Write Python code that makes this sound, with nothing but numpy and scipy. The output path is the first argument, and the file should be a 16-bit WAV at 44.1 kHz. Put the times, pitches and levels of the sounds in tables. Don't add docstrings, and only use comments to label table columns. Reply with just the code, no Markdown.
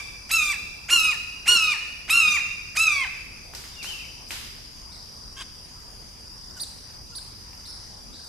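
import sys
import numpy as np
from scipy import signal
from scipy.fft import rfft, irfft, next_fast_len
from scipy.io import wavfile
from scipy.ndimage import uniform_filter1d, map_coordinates

SR = 44100
rng = np.random.default_rng(int(sys.argv[2]) if len(sys.argv) > 2 else 0)


def unload_wav(signal):
    wavfile.write(
        sys.argv[1],
        SR,
        np.round(np.clip(np.atleast_2d(signal).T, -1, 1) * 32767).astype(np.int16),
    )


def convert_level_to_amplitude(level_db):
    exponent = np.asarray(level_db, float) / 20
    return 10 ** exponent


N = 365148
LEAD_S = 1
M = N + LEAD_S * SR
TIME = np.arange(M) / SR - LEAD_S


def unit(x):
    return x / np.sqrt(np.mean(x ** 2) + 1e-20)


def along(points, hz):
    f, v = np.transpose(points)
    return np.interp(np.log(hz + 1), np.log(f + 1), v)


def wobble(knots_per_s):
    knots = rng.standard_normal(int(M * 400 / SR) + 4)
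    return map_coordinates(knots, [np.arange(M) * min(knots_per_s, 400) / SR], order=1)


def turns(hz):
    return 2 * np.pi * np.cumsum(hz) / SR


def span(start_s, length_s):
    first = round((start_s + LEAD_S) * SR)
    part = slice(first, min(M, round((start_s + length_s + LEAD_S) * SR)))
    return part, TIME[part]


# hz, correlation
ALIKE = [(30, 0.99), (100, 0.64), (250, 0.24), (700, 0.066), (2000, 0.11), (8000, 0.022)]


def rush(spectrum, patchy_db):
    z = signal.stft(rng.standard_normal((2, M)), nperseg=512)[2]
    field = uniform_filter1d(rng.standard_normal(z.shape[1:]), 6, 0)
    field = uniform_filter1d(field, 14, 1)
    pair = signal.istft(z * convert_level_to_amplitude(patchy_db * unit(field)), nperseg=512)[1][:, :M]
    size = next_fast_len(M)
    hz = np.fft.rfftfreq(size, 1 / SR)
    turn = np.arccos(np.clip(along(ALIKE, hz), -1, 1)) / 2
    shaped = rfft(pair, size) * convert_level_to_amplitude(along(spectrum, hz))
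    mid, side = irfft(shaped * [np.cos(turn), np.sin(turn)], size)[:, :M]
    return unit(np.array([mid + side, mid - side]))


# hz, t60_s
WOOD = [(500, 0.28), (1300, 0.89), (2600, 1.22), (5000, 1.03), (9000, 0.77), (14000, 0.98)]


def wood(x, gap_s, alike):
    hz, t, z = signal.stft(rng.standard_normal((2, SR + SR // 5)), SR, nperseg=256)
    a, b = signal.istft(z * convert_level_to_amplitude(-60 * t / along(WOOD, hz)[:, None]), SR, nperseg=256)[1]
    turn = np.arccos(np.clip(alike, -1, 1)) / 2
    mid, side = np.cos(turn) * a, np.sin(turn) * b
    tail = np.array([mid + side, mid - side])
    tail *= np.clip(np.arange(len(a)) / SR / gap_s, 0, 1) ** 2 / np.linalg.norm(a)
    return signal.fftconvolve(x[None], tail, axes=1)[:, :M]


def leaves(x, t60_s):
    t = np.arange(SR // 10) / SR
    scatter = np.diff(rng.standard_normal((2, len(t) + 1))) * convert_level_to_amplitude(-60 * t / t60_s)
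    return signal.fftconvolve(x[None], scatter / np.linalg.norm(scatter[0]), axes=1)[:, :M]


# hz, density_db
TRAFFIC = [(8.8, -52), (15, -9.5), (49, 0), (143, -9.5), (190, -13), (358, -19.5), (520, -22), (880, -120)]
AIR = [(120, -16.5), (200, -3.5), (346, -11), (983, -10), (1390, -14), (4200, -17), (5460, -11),
       (9240, -120)]
LEAF_HISS = [(4200, -8), (5600, 14), (6600, 4), (8600, -5), (10000, 3), (13500, -5), (15000, -27)]


def background():
    rumble = convert_level_to_amplitude(-49.5 + 1.8 * wobble(2.72)) * rush(TRAFFIC, patchy_db=0.5)
    air = convert_level_to_amplitude(-52) * rush(AIR, patchy_db=2.5)
    hiss = convert_level_to_amplitude(-51.5) * rush([(2200, -74)] + LEAF_HISS, patchy_db=2.6)
    return rumble + air + hiss


# pitch_hz, pulses_per_s, level_db
CRICKETS = [(4660, 56, -8.5), (4715, 47.9, -9), (4814, 43, -3.5), (4904, 47.8, -1), (5100, 53, -5),
            (5250, 43, -12)]
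# time_s, level_db
CHORUS = [(3.2, -52.5), (3.53, -52), (4.02, -51.5), (4.84, -52), (5.26, -50), (5.66, -52), (6.06, -52.5),
          (6.3, -51.5), (7.68, -51.5), (8.02, -53.5), (8.28, -49.5)]


def crickets():
    chorus = 0
    drift = 0.003 * wobble(2.02)
    for pitch_hz, pulses_per_s, level_db in CRICKETS:
        stroke = np.clip(np.sin(turns(pulses_per_s * (1 + drift))) + 0.068, 0, None)
        tone = np.sin(turns(pitch_hz * (1 + 0.008 * wobble(40))))
        chorus = chorus + convert_level_to_amplitude(level_db + 1.4 * wobble(2.994)) * stroke * tone
    chorus = unit(chorus) * convert_level_to_amplitude(np.interp(TIME, *np.transpose(CHORUS)) + 4)
    straight = 0.65 * chorus * convert_level_to_amplitude([[1.5], [-1.5]])
    return straight + 1.04 * wood(chorus, gap_s=0.038, alike=0.024) * convert_level_to_amplitude([[1.2], [-1.2]])


# first_pip_s, length_s, level_db
TRILLS = [(-.204, 0.88, -47), (1.2, 0.9, -45.5), (2.405, 0.68, -47), (3.624, 1, -46.5), (4.863, 1, -47.5),
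          (6.2805, 0.97, -46.5), (7.446, 1, -47.5)]


def triller():
    out, uneven = np.zeros(M), convert_level_to_amplitude(wobble(25))
    for first_pip_s, length_s, level_db in TRILLS:
        part, t = span(first_pip_s - 0.016, length_s)
        u = ((t - first_pip_s) * 30.3 + 0.5) % 1 - 0.5
        warm = 1 - np.exp(-(t - first_pip_s + 0.03) / 0.083)
        pitch_hz = (5250 + 530 * warm) * (1 - 0.3285 * u)
        fade = warm * np.clip((first_pip_s + length_s - t) / 0.56, 0, 1)
        out[part] = convert_level_to_amplitude(level_db + 3) * fade * np.exp(-(u / 0.13) ** 2) * np.sin(turns(pitch_hz))
    out *= uneven
    return out * convert_level_to_amplitude([[1.2], [-1.2]]) + 0.47 * wood(out, gap_s=0.016, alike=0.18)


CLIMB_HZ_PER_S2 = 38000
SLIDE_S, AAH_PITCH = 0.08, 0.9
DROOP_HZ, DROOP_S = 45.5, 0.01816
RING_HZ, RING_WIDTH_HZ = 2490, 22.3


def contour(start_s, length_s, climb_s, top_hz, last_hz, full_db, full_s, spent_db, swell_db, dulling_db):
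    t = np.linspace(0, length_s, num=70)
    late, left = t - climb_s, length_s - t
    aah_top_hz = AAH_PITCH * top_hz
    slid = (late - SLIDE_S) / (length_s - climb_s - SLIDE_S)
    aah_hz = aah_top_hz + (last_hz + DROOP_HZ - aah_top_hz) * slid
    kee = np.exp(-(1.8 * np.clip(late, 0, None) / SLIDE_S) ** 2)
    pitch_hz = aah_hz + (top_hz - aah_hz) * kee
    pitch_hz -= CLIMB_HZ_PER_S2 * np.clip(late, None, 0) ** 2 + DROOP_HZ * np.exp(-left / DROOP_S)

    db = spent_db + (full_db - spent_db) / (1 + np.exp((t - full_s) / 0.016))
    db += -3.5 * np.exp(-t / 0.0091) - 5.5 * t
    push_db = swell_db * np.exp(-((2 * pitch_hz - RING_HZ) / RING_WIDTH_HZ) ** 2)
    bright = 2 + dulling_db * t + 5.5 * np.exp(-t / 0.032)
    bright -= 0.12 * (db + 24.5) + 1.6 * push_db
    trim_db = -8.5 - 0.15 * (db + 22) - push_db
    return np.transpose([start_s + t, pitch_hz, db + push_db, bright, trim_db])


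# hz, level_db
THROAT = [(500, -2.5), (1300, -3.5), (2850, 2), (3300, -15), (4300, -13), (7000, -19), (10500, -32),
          (14000, -39.5)]


def scream(rows, jitter, scoop_s=0.022, drop_s=0.042):
    first, last = rows[0], rows[-1]

    def bent(row, after_s, ratio, db, trim_db):
        return (row[0] + after_s, ratio * row[1], row[2] + db, row[3] + trim_db, row[4])

    rows = [bent(first, -scoop_s, 0.45, -22, -9),
            bent(first, -0.2017 * scoop_s, 0.71, -9, -4),
            *rows,
            bent(last, 0.264 * drop_s, 0.78, -11, -12),
            bent(last, drop_s, 0.68, -24, -12)]
    s, *cols = np.transpose(rows)
    part, t = span(s[0], s[-1] - s[0])
    pitch_hz, db, bright, trim_db = (uniform_filter1d(np.interp(t, s, c), size=300) for c in cols)
    loose = uniform_filter1d(((t < first[0]) | (t > last[0])) * 1.0, size=300)
    phase = turns(pitch_hz * (1 + (1 + 6 * loose) * jitter[part]))
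    k = np.arange(1, 20)[:, None]
    flicker = uniform_filter1d(rng.standard_normal((len(k), SR // 2)), size=700, axis=1)
    flicker = unit(flicker)[:, :len(t)]
    line_db = along(THROAT, k * pitch_hz) + bright * np.log2(np.maximum(k, 2) / 2)
    line_db += trim_db * (k == 1) + 2.26 * np.log2(k) * flicker
    lines = convert_level_to_amplitude(line_db) * (k * pitch_hz < 15000) * np.sin(k * phase + 0.291 * k * k)
    rasp = unit(uniform_filter1d(rng.standard_normal(SR // 2), size=12))[:len(t)]
    voice = np.sum(lines, axis=0) + convert_level_to_amplitude(-12) * rasp * np.sum(lines[2:], axis=0)
    edges = np.clip(np.minimum(t - s[0], s[-1] - t) / 0.00067, 0, 1)
    return part, np.sqrt(2) * convert_level_to_amplitude(db - 0.5) * edges * voice


# start_s, length_s, climb_s, top_hz, last_hz
SCREAMS = [(0.314, 0.21, 0.035, 1342, 1140), (0.907, 0.21, 0.031, 1419, 1215),
           (1.48, 0.25, 0.041, 1448, 1177), (2.101, .263, .064, 1388, 1149),
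           (2.772, 0.27, 0.055, 1330, 1011)]
# full_db, full_s, spent_db, swell_db, dulling_db_per_octave_s
EFFORT = [(-23, 0.12, -27, 2.5, -8.5), (-18.5, 0.067, -24.5, 6, -9), (-16, 0.083, -23, 5.5, -18.5),
          (-21.5, 0.18, -24.5, 2, -13), (-21.5, .137, -26, 9, -31)]


def hawk():
    out, jitter = np.zeros(M), 0.0013 * wobble(120)
    shapes = [(-0.23, 0.206, 0.032, 1320.5, 1123.5), *SCREAMS]
    efforts = [(-24, -0.37, -32, -1, -8), *EFFORT]
    for shape, effort in zip(shapes, efforts):
        part, call = scream(contour(*shape, *effort), jitter)
        out[part] += call
    return out * convert_level_to_amplitude(0.067 * wobble(60))


# start_s, pitch_hz, level_db, t60_s
THUMP = (2.5, 102, -52, .14)


def thump():
    out, (start_s, pitch_hz, level_db, t60_s) = np.zeros(M), THUMP
    part, t = span(start_s, 0.2)
    t = t - start_s
    out[part] = convert_level_to_amplitude(level_db - 60 * t / t60_s) * np.sin(2 * np.pi * pitch_hz * t)
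    return out


# start_s, peak_db, body_hz, echo_db
SNAPS = [(3.537, -30, 1270, 2), (3.55, -24, 4940, 0.5), (3.64, -30.5, 2150, 1), (3.828, -27, 4500, 8.5),
         (3.845, -28, 1360, 1), (4.286, -54, 8100, 25), (4.307, -21, 2490, 5), (6.566, -45, 6500, 15.5),
         (7.531, -40.5, 2170, 1), (8.241, -41, 8200, 4)]


def snaps():
    near, far, t = np.zeros(M + SR), np.zeros(M + SR), np.arange(800) / SR
    for start_s, peak_db, body_hz, echo_db in SNAPS:
        crack = 0.22 * convert_level_to_amplitude(-60 * t / 0.0041) * rng.standard_normal(len(t))
        swell = 1 - convert_level_to_amplitude(-60 * t / 0.001)
        ring = 1.35 * swell * convert_level_to_amplitude(-60 * t / 0.0026) * np.sin(2 * np.pi * body_hz * t)
        at = round((start_s + LEAD_S) * SR)
        near[at:at + len(t)] += convert_level_to_amplitude(peak_db + 5.5) * (crack + ring)
        pulse = np.cos(2 * np.pi * body_hz * t + 0.32)
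        far[at:at + len(t)] += convert_level_to_amplitude(peak_db + echo_db - 60 * t / 0.00071) * pulse
    return near[:M], far[:M]


# start_s, length_s, top_hz, level_db, distance_db
CHIPS = [(3.725, 0.038, 3700, -56, 12), (4.914, 0.047, 4480, -50, 8.5), (6.597, 0.044, 4835, -32.5, -1),
         (7.149, 0.04, 4970, -36.5, 2.5), (7.648, .072, 5380, -44, 12), (8.12, 0.1, 4830, -54.5, 15)]


def chips():
    near, far = np.zeros(M), np.zeros(M)
    foot_hz, fall_s = 3210, 0.023
    for start_s, length_s, top_hz, level_db, distance_db in CHIPS:
        place = np.clip(1 - fall_s / length_s, 0.2, 0.8)
        over_db = -3.5 - 0.59 * distance_db
        part, t = span(start_s, length_s)
        u = np.clip((t - start_s) / length_s, 0, 1)
        from_top = np.where(u < place, 1 - u / place, (u - place) / (1 - place))
        phase = turns(foot_hz + (top_hz - foot_hz) * (1 - from_top ** 2.4))
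        note = np.sin(phase) + convert_level_to_amplitude(over_db) * np.sin(2 * phase)
        note *= convert_level_to_amplitude(level_db) * np.clip(np.minimum(u, 1 - u) / 0.12, 0, 1)
        near[part] += note
        far[part] += note * convert_level_to_amplitude(distance_db)
    return near, far


# time_s, pitch_hz, level_db
ANSWER = [(3.77, 2834, -45.5), (3.808, 2760, -38), (3.833, 2131, -43), (3.852, 2740, -39),
          (3.875, 3084, -39), (3.915, 3038, -33.5), (3.935, 2730, -41), (4.02, 2620, -39),
          (4.09, 2340, -54)]


def answer():
    s, *cols = np.transpose(ANSWER)
    pitch_hz, db = (np.interp(TIME, s, c) for c in cols)
    warble = 1.1 * np.clip(TIME - 3.95, 0, None) * np.sin(2 * np.pi * 38 * TIME)
    tone = np.sin(turns(pitch_hz * (1 + warble + 0.012 * wobble(150))))
    tone *= convert_level_to_amplitude(2.7 * wobble(120))
    attack = np.clip(1 + (TIME - s[0]) / 0.014, 0, 1) ** 2
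    return tone * convert_level_to_amplitude(db) * attack * (TIME < s[-1])


# hz, level_db
CROAK_BODY = [(500, -31), (1100, -1.5), (1650, 0), (2600, -8), (3300, 4), (4400, -21), (8000, -9),
              (9500, -19)]


def croak():
    out, start_s, held_s, release_s = np.zeros(M), 5.365, 0.052, 0.02
    part, t = span(start_s, held_s + release_s)
    t = t - start_s
    ending = np.clip((t - held_s) / release_s, 0, 1)
    rate_hz = 563 * 0.85 ** ending
    db = -43.5 + 7 * np.clip(t / held_s, 0, 1) ** 3 - 18 * ending
    phase = turns(rate_hz * (1 + 0.0774 * wobble(300)[part]))
    k = np.arange(1, 20)[:, None]
    pulses = np.sum(convert_level_to_amplitude(along(CROAK_BODY, k * rate_hz)) * np.cos(k * phase), axis=0)
    rasp = uniform_filter1d(rng.standard_normal(SR // 2), size=20)[:len(t)]
    attack = np.clip(t / 0.004, 0, 1)
    out[part] = convert_level_to_amplitude(db) * attack * unit(pulses) * (1 + 0.37 * unit(rasp))
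    return out


# start_s, length_s, pitch_hz, level_db
SQUEAKS = [(6.56, 0.034, 1570, -47.5), (7.118, 0.032, 1470, -51), (7.185, 0.0082, 1550, -47),
           (8.192, 0.015, 1596, -52)]


def squeaks():
    out, unsteady = np.zeros(M), 0.0074 * wobble(130)
    for start_s, length_s, pitch_hz, level_db in SQUEAKS:
        part, t = span(start_s, length_s)
        t = t - start_s
        phase = turns(pitch_hz * (1 - 3 * t + unsteady[part]))
        swell = np.abs(np.sin(np.pi * t / length_s)) ** 0.5
        out[part] += convert_level_to_amplitude(level_db) * (np.sin(phase) + 0.39 * np.sin(2 * phase)) * swell
    return out


def scene():
    bird, other, rough = hawk(), answer(), croak()
    chip, chip_far = chips()
    snap, snap_far = snaps()

    calls = bird * convert_level_to_amplitude([[-0.5], [0.5]])
    calls += convert_level_to_amplitude([[-11], [-9]]) * np.roll(bird, round(0.027 * SR))
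    calls += convert_level_to_amplitude(-1.5) * leaves(bird, t60_s=0.2)
    calls += convert_level_to_amplitude(-7) * wood(bird * convert_level_to_amplitude(3.43 * wobble(70)), gap_s=0.0037, alike=0.23)

    reply = 0.86 * other * convert_level_to_amplitude([[2.5], [-2.5]])
    reply += convert_level_to_amplitude(-3) * wood(other, gap_s=0.0031, alike=0.14) + convert_level_to_amplitude(9.5) * leaves(other, t60_s=0.1)

    trunk = 0.4 * np.roll(chip, round(0.0084 * SR))
    small = chip + trunk + snap + thump() + squeaks() + rough
    scattered = chip_far * convert_level_to_amplitude(1.8 * wobble(90)) + 0.5 * rough
    small = small + convert_level_to_amplitude(-4) * wood(scattered, gap_s=0.006, alike=0.37)
    small += convert_level_to_amplitude(3.5) * leaves(chip + snap + rough, t60_s=0.02)
    small += convert_level_to_amplitude(16) * wood(snap_far, gap_s=0.0014, alike=0.12)
    return (calls + reply + small + crickets() + triller() + background())[:, -N:]


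def levelled(x, top, knee):
    loud = np.sqrt(2 * np.abs(uniform_filter1d(np.mean(x ** 2, axis=0), size=500)))
    return x / (1 + (loud / top) ** knee) ** (1 / knee)


def roll_off(x):
    return signal.sosfilt(signal.butter(12, 14510, fs=SR, output="sos"), x)


def record(dry):
    dry, size = levelled(dry, top=0.88, knee=4.2), next_fast_len(N)
    hz = np.fft.rfftfreq(size, 1 / SR)
    treble = irfft(rfft(dry, size) * hz / 5000, size)[:, :N]
    shifted = treble * np.cos(2 * np.pi * (48000 - 44100) * np.arange(N) / SR)
    edge = convert_level_to_amplitude(-40 * np.clip((hz - 13400) / 900, 0, 3) ** 2)
    mix = irfft(rfft(dry + convert_level_to_amplitude(-13) * shifted, size) * edge, size)[:, :N]
    return roll_off(mix)


dry = scene()
out = record(dry)
unload_wav(out)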